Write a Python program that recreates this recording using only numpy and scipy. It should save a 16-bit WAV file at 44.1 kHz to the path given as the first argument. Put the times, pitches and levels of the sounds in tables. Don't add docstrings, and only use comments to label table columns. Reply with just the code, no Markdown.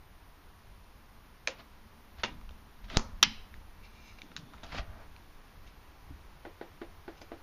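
import sys
import numpy as np
from scipy import signal
from scipy.fft import rfft, irfft
from scipy.io import wavfile
from scipy.ndimage import uniform_filter1d

SR = 44100
rng = np.random.default_rng(int(sys.argv[2]) if len(sys.argv) > 2 else 0)


def unload_audio(sound):
    columns = np.transpose(np.atleast_2d(sound))
    steps = np.round(np.clip(columns, -1, 1) * 32767)
    wavfile.write(sys.argv[1], SR, steps.astype(np.int16))


def ratio_of_db(decibels):
    return 10 ** (np.asarray(decibels, float) / 20)


N = 327222
T = np.arange(N) / SR

# (frequency [Hz], level [dB], t60 [s])
BIN_MODES = [(538, -16.5, 0.13), (1080, -9, 0.028), (1700, -7, 0.007), (1840, 3.5, 0.0085),
             (2400, 8, 0.0089), (2700, -16, 0.0075), (3450, -26, 0.0042), (4180, 11.5, 0.0032),
             (4970, 4, 0.0065), (6120, -0.5, 0.0073), (8600, 0, 0.0028)]
DOOR_MODES = [(236, -14, 0.083), (350, -13.5, 0.043), (520, -11.5, 0.02), (714, -0.5, 0.01),
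              (950, -3.5, .01), (1380, 4.5, 0.0096), (1800, 0, 0.01), (2610, -1.5, 0.01),
              (3490, 2.5, 0.008), (4450, -9, .008), (5870, -17, 0.0064)]
SEAT_MODES = [(230, -7, 0.047), (383, 2.5, 0.05), (610, -8, 0.023), (800, -6, .025), (1050, 0, 0.025),
              (1355, -1, 0.02), (1690, -9, 0.016), (4470, -6, 0.012), (5000, -8, .01), (5900, -2, .012),
              (6650, 1, 0.0084)]
CATCH_MODES = [(3800, 0, .014), (1500, -12, .01)]
LATCH_MODES = [(1300, -10, 0.017), (1680, -11, 0.022), (2260, -14, .012), (2800, -10, 0.014),
               (2950, -11.5, .012), (3190, -1.5, 0.019), (3510, 1.5, 0.016), (3630, -1.5, 0.018),
               (4240, -9.5, .010), (4610, -12.5, 0.012), (5130, -13.5, 0.011), (5650, 0.5, 0.0092),
               (5938, -4, 0.0062), (6600, -14, .006)]
LATCH_TOP_MODES = [(8640, -10, 0.0062), (10800, 0.5, 0.0037), (12000, 3.5, .008), (13470, 6, 0.0084),
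                   (14700, 4, .006), (16200, 13, 0.0094)]
LINER_MODES = [(284, -7.5, 0.14), (336.6, 5, 0.11), (417, -28, 0.066), (525, -14, 0.026), (702, 0, 0.035),
               (806, 3, 0.04), (1200, -1, 0.025), (1488, 6.5, 0.022), (1950, 0, 0.022), (2770, -7, 0.018),
               (3600, -11.5, 0.0098), (4700, -11, .01)]

# (time [s], level [dB], hardness [dB/octave])
BIN_BLOWS = [
    (1.4727, -36, 2),
    (1.4738, -15, 0.5),
    (1.4821, -28, 1),
    (1.49, -38.5, -14),
]
DOOR_BLOWS = [(2.2343, -23, 2.5), (2.2357, -27, 1.5), (2.2375, -22.5, -2), (2.2396, -26.5, -4),
              (2.2415, -34, -1.5), (2.245, -32, 0), (2.2475, -30, 2), (2.25, -33, 4), (2.254, -37, -1),
              (2.2585, -36, 0), (2.282, -43, -2)]
SEAT_BLOWS = [
    (2.9714, -22, 0),
    (2.9748, -24.5, -0.41),
    (2.981, -32, 0),
    (2.995, -28, -1),
]
CATCH_BLOWS = [
    (2.94, -46, 0),
    (2.944, -48.5, 0),
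    (2.9485, -44.5, 0),
    (2.9599, -34.5, 0),
    (2.966, -35, 0),
]
LATCH_BLOWS = [
    (3.2273, -27, -3),
    (3.2285, -2.5, 1),
    (3.2295, -8, 1),
    (3.2308, -12, -1),
    (3.2343, -7, 0),
    (3.2347, -9, 0),
    (3.2367, -17, -3.5),
]
LINER_TAPS = [
    (6.451, -32.5, 0.0),
    (6.612, -32, 0.0),
    (6.815, -32, 0.0),
    (7.079, -33, 0.0007),
    (7.216, -41.5, 0.0),
    (7.317, -33, 0.0),
]

# (frequency [Hz], level [dB/Hz])
BIN_RATTLE = [(150, -50), (250, -14), (530, -4.5), (887, -14.5), (2690, -10), (6470, -17.5), (7260, -21),
              (7800, -48), (10100, -82)]
DOOR_RATTLE = [(88, -39), (150, -12), (810, -2.5), (1150, -5.5), (1540, -8), (2620, -3.5), (6500, -18),
               (7800, -35), (10100, -71)]
LATCH_RATTLE = [(180, -43.5), (300, -23), (585, -30), (950, -22), (1400, -8), (2200, -10.5), (3400, -3.5),
                (4000, -11.5), (4900, -10), (5900, -14.5), (7600, -33.5), (10100, -70)]
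LINER_RATTLE = [(140, -34), (230, -7), (329, 4), (691, -2), (960, -12), (1780, -13), (4310, -24.5),
                (7000, -59), (9100, -75)]
# (frequency [Hz], level [dB/Hz])
LATCH_ECHO = [(180, -40), (300, -16), (500, -24), (850, -13.5), (1400, -7), (2200, -6), (2900, -1),
              (3700, -3.5), (4600, -6.5), (5900, -9), (7600, -32.5), (10100, -70)]
# (frequency [Hz], level [dB/Hz])
PUFF_TAIL = [(150, -29.5), (250, 5), (310, -20.5), (485, -2.5), (675, -9), (1000, -4), (1350, -8.5),
             (2570, -19.5), (3500, -19), (4400, -13), (6290, -11.5), (7470, -23.5), (7800, -53),
             (10100, -83)]

# (time [s], peak [dB], main ring [Hz], second ring [Hz],
# second ring level [dB])
TICKS = [(2.413, -47, 2100, 1200, -5), (2.4921, -43, 2730, 1480, -11), (2.8446, -45, 2280, 517, -10),
         (2.8999, -37.5, 2940, 1650, -7), (3.5409, -38.5, 2090, 1800, -7), (4.187, -43.5, 2340, 950, -11),
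         (4.2182, -34, 3600, 2350, -5.5), (4.3166, -48, 2220, 1200, -2), (4.365, -25.5, 3810, 1560, -11.5),
         (4.3652, -36, 6600, 1910, -4), (4.3712, -35, 3900, 5400, -14), (4.377, -38.5, 1500, 2470, -11),
         (4.388, -49, 4400, 3000, -6), (4.5824, -48, 2200, 3700, -6), (4.634, -36, 3570, 623, -16),
         (4.638, -42.5, 6240, 3830, -3), (4.6664, -47, 4800, 2980, -4), (4.7872, -41, 2430, 721, -11),
         (5.1637, -42.5, 2370, 4170, -11), (5.6755, -48, 3190, 574, -9), (7.216, -40, 2080, 606, -1),
         (7.217, -43.5, 3330, 4600, -5),
         (2.509, -43, 524, 3600, -10), (4.318, -46.5, 1310, 3600, -13), (4.536, -40, 1295, 3730, -19),
              (4.541, -41.5, 1000, 1300, 2), (4.547, -45, 1300, 903, 0), (4.644, -36, 748, 3650, -17),
              (4.7212, -39, 1320, 2180, -6), (4.727, -39, 600, 1000, -3), (4.7475, -31, 1000, 654, 6),
              (4.7515, -46, 1200, 520, 2)]
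# (time [s], level [dB], frequency [Hz], t60 [s])
THUMPS = [(2.185, -37, 61, 0.14), (2.241, -49, 120, .2), (2.837, -33.5, 44.8, 0.16),
          (2.974, -34.5, 225, 0.2), (3.228, -39, 216, 0.42), (3.226, -36, 330, 0.056),
          (3.241, -41, 280, .07), (3.262, -31, 169, 0.059), (3.264, -39.5, 260, 0.094),
          (3.308, -43, 250, .1), (4.378, -52, 163.4, 0.34), (4.424, -44, 131, 0.12),
          (4.721, -49, 150.3, 0.57), (4.792, -24.5, 47.3, 0.11), (6.101, -36.5, 68, 0.17),
          (6.098, -43.5, 130, 0.11), (6.105, -37.5, 279.6, 0.061)]

# (peak time [s], level [dB], rise [s], fall [s], low body [dB])
GASKET = [(1.598, -52, 0.041, 0.047, -2), (2.19, -60, 0.026, .03, -18), (2.2, -53, 0.026, 0.04, -8),
          (2.844, -55, 0.013, 0.024, -13), (2.902, -46.5, 0.011, 0.021, -14),
          (2.885, -55.5, .01, .015, -4.5), (2.915, -51.5, .015, 0.017, -1), (2.93, -51, .015, 0.017, 2),
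          (2.95, -47.5, 0.026, .02, -4.5), (2.966, -45.5, 0.03, 0.0044, 3.5),
          (4.638, -47.5, 0.0084, 0.02, 3), (4.69, -59, 0.12, 0.086, -5), (5.03, -67, 0.75, 0.075, 11.5)]
# (peak time [s], level [dB], rise [s], fall [s], low body [dB])
PEEL = [(4.711, -56.5, .03, .03, -11), (4.723, -47.5, .004, .04, 1), (4.742, -57, 0.027, 0.033, -6),
        (4.757, -48, 0.033, 0.027, -1), (4.768, -46.5, 0.027, 0.023, -14), (4.781, -46, .012, 0.022, -3),
        (4.787, -40.5, 0.014, 0.01, -4), (4.795, -46.5, 0.0072, 0.016, -1), (4.803, -57, .006, 0.023, -5)]
# (frequency [Hz], level [dB/Hz])
GASKET_TONE = [(180, -6), (300, -9), (490, -13.5), (653, -4.5), (834, -10), (943, -10.5), (1480, -9.5),
               (1810, -11.5), (4520, -16.5), (7800, -37), (10100, -46), (17200, -120)]
# (peak time [s], level [dB], rise [s], fall [s], brightness [dB])
SLIDE = [(3.85, -57.5, 0.034, 0.047, -21), (3.96, -71, 0.068, 0.089, -21), (4.08, -61, 0.19, 0.21, -4.5),
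         (4.19, -58, .01, .009, -30.5), (5.675, -60, .02, 0.033, -8), (7.18, -64, 0.038, 0.027, -4),
         (7.216, -57.5, .005, 0.03, 1)]
# (frequency [Hz], width [Hz], level [dB])
HANDLE = [(2350, 400, -5), (2716, 300, -6.5), (3900, 1350, -5), (5000, 970, -2), (6020, 500, -5)]
# (time [s], frequency [Hz], level [dB])
SQUEAK = [(3.82, 2350, -91.5), (3.85, 2350, -71), (3.89, 2400, -68), (3.91, 2350, -78), (3.95, 2350, -69),
          (4.02, 2400, -66), (4.06, 2350, -68), (4.111, 2290, -62), (4.16, 2270, -80)]
# (peak time [s], level [dB], rise [s], fall [s], groan over drag [dB])
DRAG = [(2.28, -62.5, 0.012, 0.093, 11.5), (2.33, -75.5, 0.069, 0.089, 20), (2.925, -57.5, .03, .02, 2),
        (2.945, -52.5, 0.046, .02, 5.5), (4.235, -72.5, .006, 0.12, 14), (4.318, -78, 0.037, 0.056, 6),
        (4.395, -73.5, .006, 0.086, 20.5), (4.5, -72.5, 0.24, 0.51, 12)]
# (frequency [Hz], level [dB/Hz])
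GROAN = [(90, -31), (140, 10), (300, 5), (450, -4), (900, -46)]

# (frequency [Hz], level [dB/Hz])
WASH = [(76, -47), (130, 0.5), (152, -0.5), (225, -12.5), (277, -3), (323, -6), (448, -7), (488, -8),
        (620, -8.5), (1000, -4.5), (1280, -8), (2180, -12.5), (5800, -21.5), (7900, -30.5), (10300, -85.5),
        (17400, -120)]
# (frequency [Hz], level [dB/Hz])
RUMBLE_TONE = [(4.7, -44), (8.0, 3.5), (27, -1), (49, -4), (92, -8), (114, -18), (151, -27), (200, -16.5),
               (260, -61.5), (440, -120)]
# (peak time [s], level [dB], rise [s], fall [s])
JOLTS = [(2.5, -48, 0.51, 0.24), (3.04, -41.5, 0.31, 0.62), (3.6, -54.5, .6, 1.6), (4.92, -47.5, .6, 0.54),
         (5.6, -54.5, 1, 0.52), (6.1, -50, 0.13, 0.59), (7.2, -55, 0.94, 0.73)]
# (time [s], level [dB])
HUM = [(0, -87), (.8, -72), (2, -67.5), (3.3, -67.5), (5.2, -71.5), (7.42, -85.5)]
# (frequency [Hz], t60 [s])
ROOM = [(100, 0.5), (300, 0.22), (1000, 0.33), (3000, 0.24), (6500, 0.18), (12000, 0.15)]
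# (frequency [Hz], level [dB])
RESPONSE = [(6800, 0.5), (7300, -0.5), (7700, -12), (8600, -4.5), (14500, -19), (16500, -43), (17000, -76)]
# (frequency [Hz], level [dB/Hz])
HISS = [(7400, -43.5), (8000, -17.5), (8600, -6.5), (10200, -3.5), (11600, -3.5), (11900, -17), (12200, -3),
        (14600, -2.5), (15250, -6.5), (15500, -40.5)]

WASH_DB, SETTLE_DB, SETTLE_S = -59, -0.5, 0.12
DRIFT_DB_PER_S = 0.276
REST_DB = -56.5
HUM_HZ, HISS_DB = 221.4, -73.5
PUFF_S, PUFF_DB, PUFF_CRACK_DB = 2.9712, -10.5, -7.5
STROKE_DB = 20


def evened(x):
    return x / np.sqrt(np.mean(x ** 2) + 1e-20)


def read(points, hz):
    f, value = np.transpose(points)
    return np.interp(np.log(hz + 1), np.log(f + 1), value)


def add(mix, s, sound):
    part = mix[round(s * SR):][:len(sound)]
    part += sound[:len(part)]


def colour(x, points):
    hz = np.fft.rfftfreq(len(x), 1 / SR)
    return irfft(rfft(x) * ratio_of_db(read(points, hz)), len(x))


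def resonate(x, hz, width_hz):
    turn = np.exp(2j * np.pi * np.cumsum(hz * np.ones(len(x))) / SR)
    pole = np.exp(-np.pi * width_hz / SR)
    return 2 * (turn * signal.lfilter([1 - pole], [1, -pole], x / turn)).real


def patchy(points, patch_db):
    a, b, patches = rng.standard_normal((N // 256 + 5, 513, 3)).T
    patches = uniform_filter1d(patches, size=10, axis=0)
    patches = evened(uniform_filter1d(patches, size=12, axis=1))
    z = (a + 1j * b) * ratio_of_db(patch_db * patches)
    noise = signal.istft(z, nperseg=1024, noverlap=768)[1][:N]
    return evened(colour(noise, points))


def swell(s, db, rise_s, fall_s):
    return ratio_of_db(db - STROKE_DB * np.maximum((s - T) / abs(rise_s), (T - s) / abs(fall_s)))


def strokes(rows, main, extra):
    return sum(swell(*row[:4]) * (main + ratio_of_db(row[4]) * extra) for row in rows)


def slips(per_s, size_db):
    size = ratio_of_db(size_db * np.minimum(rng.exponential(1, N), 4)) * rng.standard_normal(N)
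    return size * (rng.random(N) < per_s / SR)


def room(x, lasting):
    taps = np.zeros(SR // 2)
    at = np.arange(120, len(taps) - 12, 12)
    taps[at + rng.integers(0, 12, len(at))] = rng.choice([-1., 1.], len(at))
    hz, t, z = signal.stft(taps, SR, nperseg=256)
    decay = ratio_of_db(-60 * t / lasting / read(ROOM, hz)[:, None])
    tail = signal.istft(z * decay, SR, nperseg=256)[1]
    return signal.oaconvolve(x, tail / np.linalg.norm(tail))[:N]


def struck(modes, blows, rattle, rattle_db, rattle_s, rise_s, wet_db, luck_db=-2.5, echo=None):
    near, far, t = np.zeros(N), np.zeros(N), T[:SR // 8]
    hz, db, t60 = np.transpose(modes)[:, :, None]
    rise = 1 - np.exp(-t / rise_s)
    click = colour(1. * (np.arange(1024) == 200), echo or rattle)
    click /= np.linalg.norm(click)
    for s, blow_db, hard_db in blows:
        luck = luck_db * rng.standard_normal((2, len(modes), 1))
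        level = ratio_of_db(db + hard_db * np.log2(hz / 1500) + luck[0] - 60 * t / t60)
        ring = (level * np.sin(2 * np.pi * hz * (1 + 0.0027 * luck[1]) * t)).sum(0) * rise
        shake = evened(colour(rng.standard_normal(len(t)), rattle)) * np.exp(-t / rattle_s) * rise
        add(near, s, ratio_of_db(blow_db) * (ring / abs(ring).max() + ratio_of_db(rattle_db) * shake))
        add(far, s, ratio_of_db(blow_db + wet_db) * click)
    return np.array([near, far])


def background():
    wash_db = WASH_DB - 3.0 + SETTLE_DB * np.exp(-T / SETTLE_S) + DRIFT_DB_PER_S * T
    wash = ratio_of_db(wash_db) * patchy(WASH, 0.35)
    jolt_power = sum(swell(*row) ** 2 for row in JOLTS)
    rumble = patchy(RUMBLE_TONE, 1.2) * np.sqrt(ratio_of_db(REST_DB) ** 2 + jolt_power)
    hum = evened(resonate(rng.standard_normal(N), HUM_HZ, 10.0))
    return wash + rumble + ratio_of_db(np.interp(T, *np.transpose(HUM))) * hum


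def thumps():
    out, t = np.zeros(N), T[:SR // 2]
    for s, db, hz, t60 in THUMPS:
        swing = np.sin(2 * np.pi * hz * t) * (1 - np.exp(-t / 0.0048))
        add(out, s, -ratio_of_db(db - 60 * t / t60) * swing)
    return out


def ticks():
    out = np.zeros((2, N))
    for s, db, main_hz, other_hz, other_db in TICKS:
        rattle = sorted([(250, -30), (other_hz, other_db), (main_hz, 0), (7000, -11), (9000, -30)])
        rings = [(main_hz, 0, .005), (other_hz, other_db, .012),
                 (main_hz * 1.64, -12, .004), (main_hz * 0.75, -8, .005)]
        out += struck(rings, [(s, db, 0)], rattle, -13.0, 0.0019, 0.00034, -1.5, luck_db=0.5)
    return out


def drag():
    scrape = resonate(slips(3700, 3.1), 3540, 350)
    return strokes(DRAG, evened(scrape), patchy(GROAN, 2.65))


def squeak():
    s, hz, db = np.transpose(SQUEAK)
    pitch_hz = np.interp(T, s, hz)
    ring = resonate(resonate(rng.standard_normal(N), pitch_hz, 90), pitch_hz, 90)
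    return ratio_of_db(np.interp(T, s, db, -120, -120)) * evened(ring)


def slide():
    rub = slips(13000, 1.8)
    rings = [ratio_of_db(db) * evened(resonate(resonate(rub, hz, width_hz), hz, width_hz))
             for hz, width_hz, db in HANDLE]
    return strokes(SLIDE, evened(sum(rings[:3])), sum(rings[3:]))


def gasket():
    rub = colour(slips(16000, 1.2), GASKET_TONE)
    body = signal.sosfilt(signal.butter(2, 1800, fs=SR, output="sos"), rub)
    return strokes(GASKET + PEEL, evened(rub - body), evened(body))


def puff():
    t = T - PUFF_S
    build = np.exp(np.minimum(t, 0) / 0.0014) * (t < 0)
    suction = -.45 * np.exp(-np.maximum(t, 0) / .02) * np.cos(2 * np.pi * 11.8 * t) * (t >= 0)
    burst = -np.sin(2 * np.pi * 4600 * t) * np.exp(-(t / 0.00016) ** 2)
    jolt = ratio_of_db(PUFF_DB) * (build + suction) + ratio_of_db(PUFF_CRACK_DB) * 1.1 * burst
    jolt = colour(jolt, [(7500, -1.5), (9000, 4.5), (11000, -5.0), (13500, 4), (16000, -5.0)])
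    tail = colour(room(1. * (np.arange(N) == round(PUFF_S * SR)), 1.8), PUFF_TAIL)
    return jolt + ratio_of_db(2) * tail


def knocks():
    return (struck(BIN_MODES, BIN_BLOWS, BIN_RATTLE, -15.5, 0.0058, 0.00075, 1.6)
            + struck(DOOR_MODES, DOOR_BLOWS, DOOR_RATTLE, -5.5, 0.0051, 0.00045, 5.6)
            + struck(LINER_MODES, LINER_TAPS, LINER_RATTLE, -10.5, 0.017, 0.00066, 10.4)
            + struck(CATCH_MODES, CATCH_BLOWS, LATCH_RATTLE, -18, 0.0015, 0.00065, 12)
            + struck(SEAT_MODES, SEAT_BLOWS, PUFF_TAIL, -5.0, 0.0025, 0.00016, 4.8))


def latch():
    snap, echo = struck(LATCH_MODES, LATCH_BLOWS, LATCH_RATTLE, -11, 0.0027, .0002, -3,
                        luck_db=2.0, echo=LATCH_ECHO)
    top_blows = [(3.2283, 0.5, -3.5), (3.2342, -18.5, -5.5)]
    snap += struck(LATCH_TOP_MODES, top_blows, LATCH_RATTLE, -52.0, .001, .0001, -30, luck_db=0.5)[0]
    return snap, echo


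def scene():
    near, far = knocks() + ticks()
    snap, echo = latch()
    rubbing = gasket() + slide() + drag() + squeak()
    hits = near + room(far + ratio_of_db(-11.0) * rubbing, 0.84) + snap + room(echo, 0.47)
    hall = ratio_of_db(-5.5) * room(colour(echo, [(1200, -3.5), (4300, 0.5), (7000, -0.5)]), 2.2)
    return (hits + hall + puff() + rubbing + thumps() + background())[None]


def starve(x):
    hz, t, z = signal.stft(x, SR, nperseg=512)
    patch = uniform_filter1d(rng.standard_normal(z.shape), size=3, axis=0)
    patch = evened(uniform_filter1d(patch, size=9, axis=1))
    faint = abs(z) < ratio_of_db(-92)
    lost = faint * (patch > 2.2 * abs(hz[:, None] - 7900) / 900 - .9)
    return signal.istft(z * ~lost, SR, nperseg=512)[1][:N]


def thin_hiss(heard):
    hz, t, z = signal.stft(ratio_of_db(HISS_DB) * patchy(HISS, 2.1), SR, nperseg=1024)
    loud_db = 10 * np.log10(abs(uniform_filter1d(heard ** 2, size=2000, origin=600)) + 1e-12)
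    over_db = np.maximum(np.interp(t, T, loud_db) + 42.5, 0)
    kept = hz[:, None] < np.maximum(15600 - 330 * over_db, 12100)
    strong = abs(z) > .75 * uniform_filter1d(abs(z), size=9, axis=0)
    return signal.istft(z * kept * strong, SR, nperseg=1024)[1][:N]


def top_cut(x):
    return signal.sosfilt(signal.butter(12, 16820, fs=SR, output="sos"), x)


def record(dry):
    heard = colour(dry[0], RESPONSE)
    mix = starve(heard + thin_hiss(heard))[None]
    return top_cut(mix)


dry = scene()
out = record(dry)
unload_audio(out)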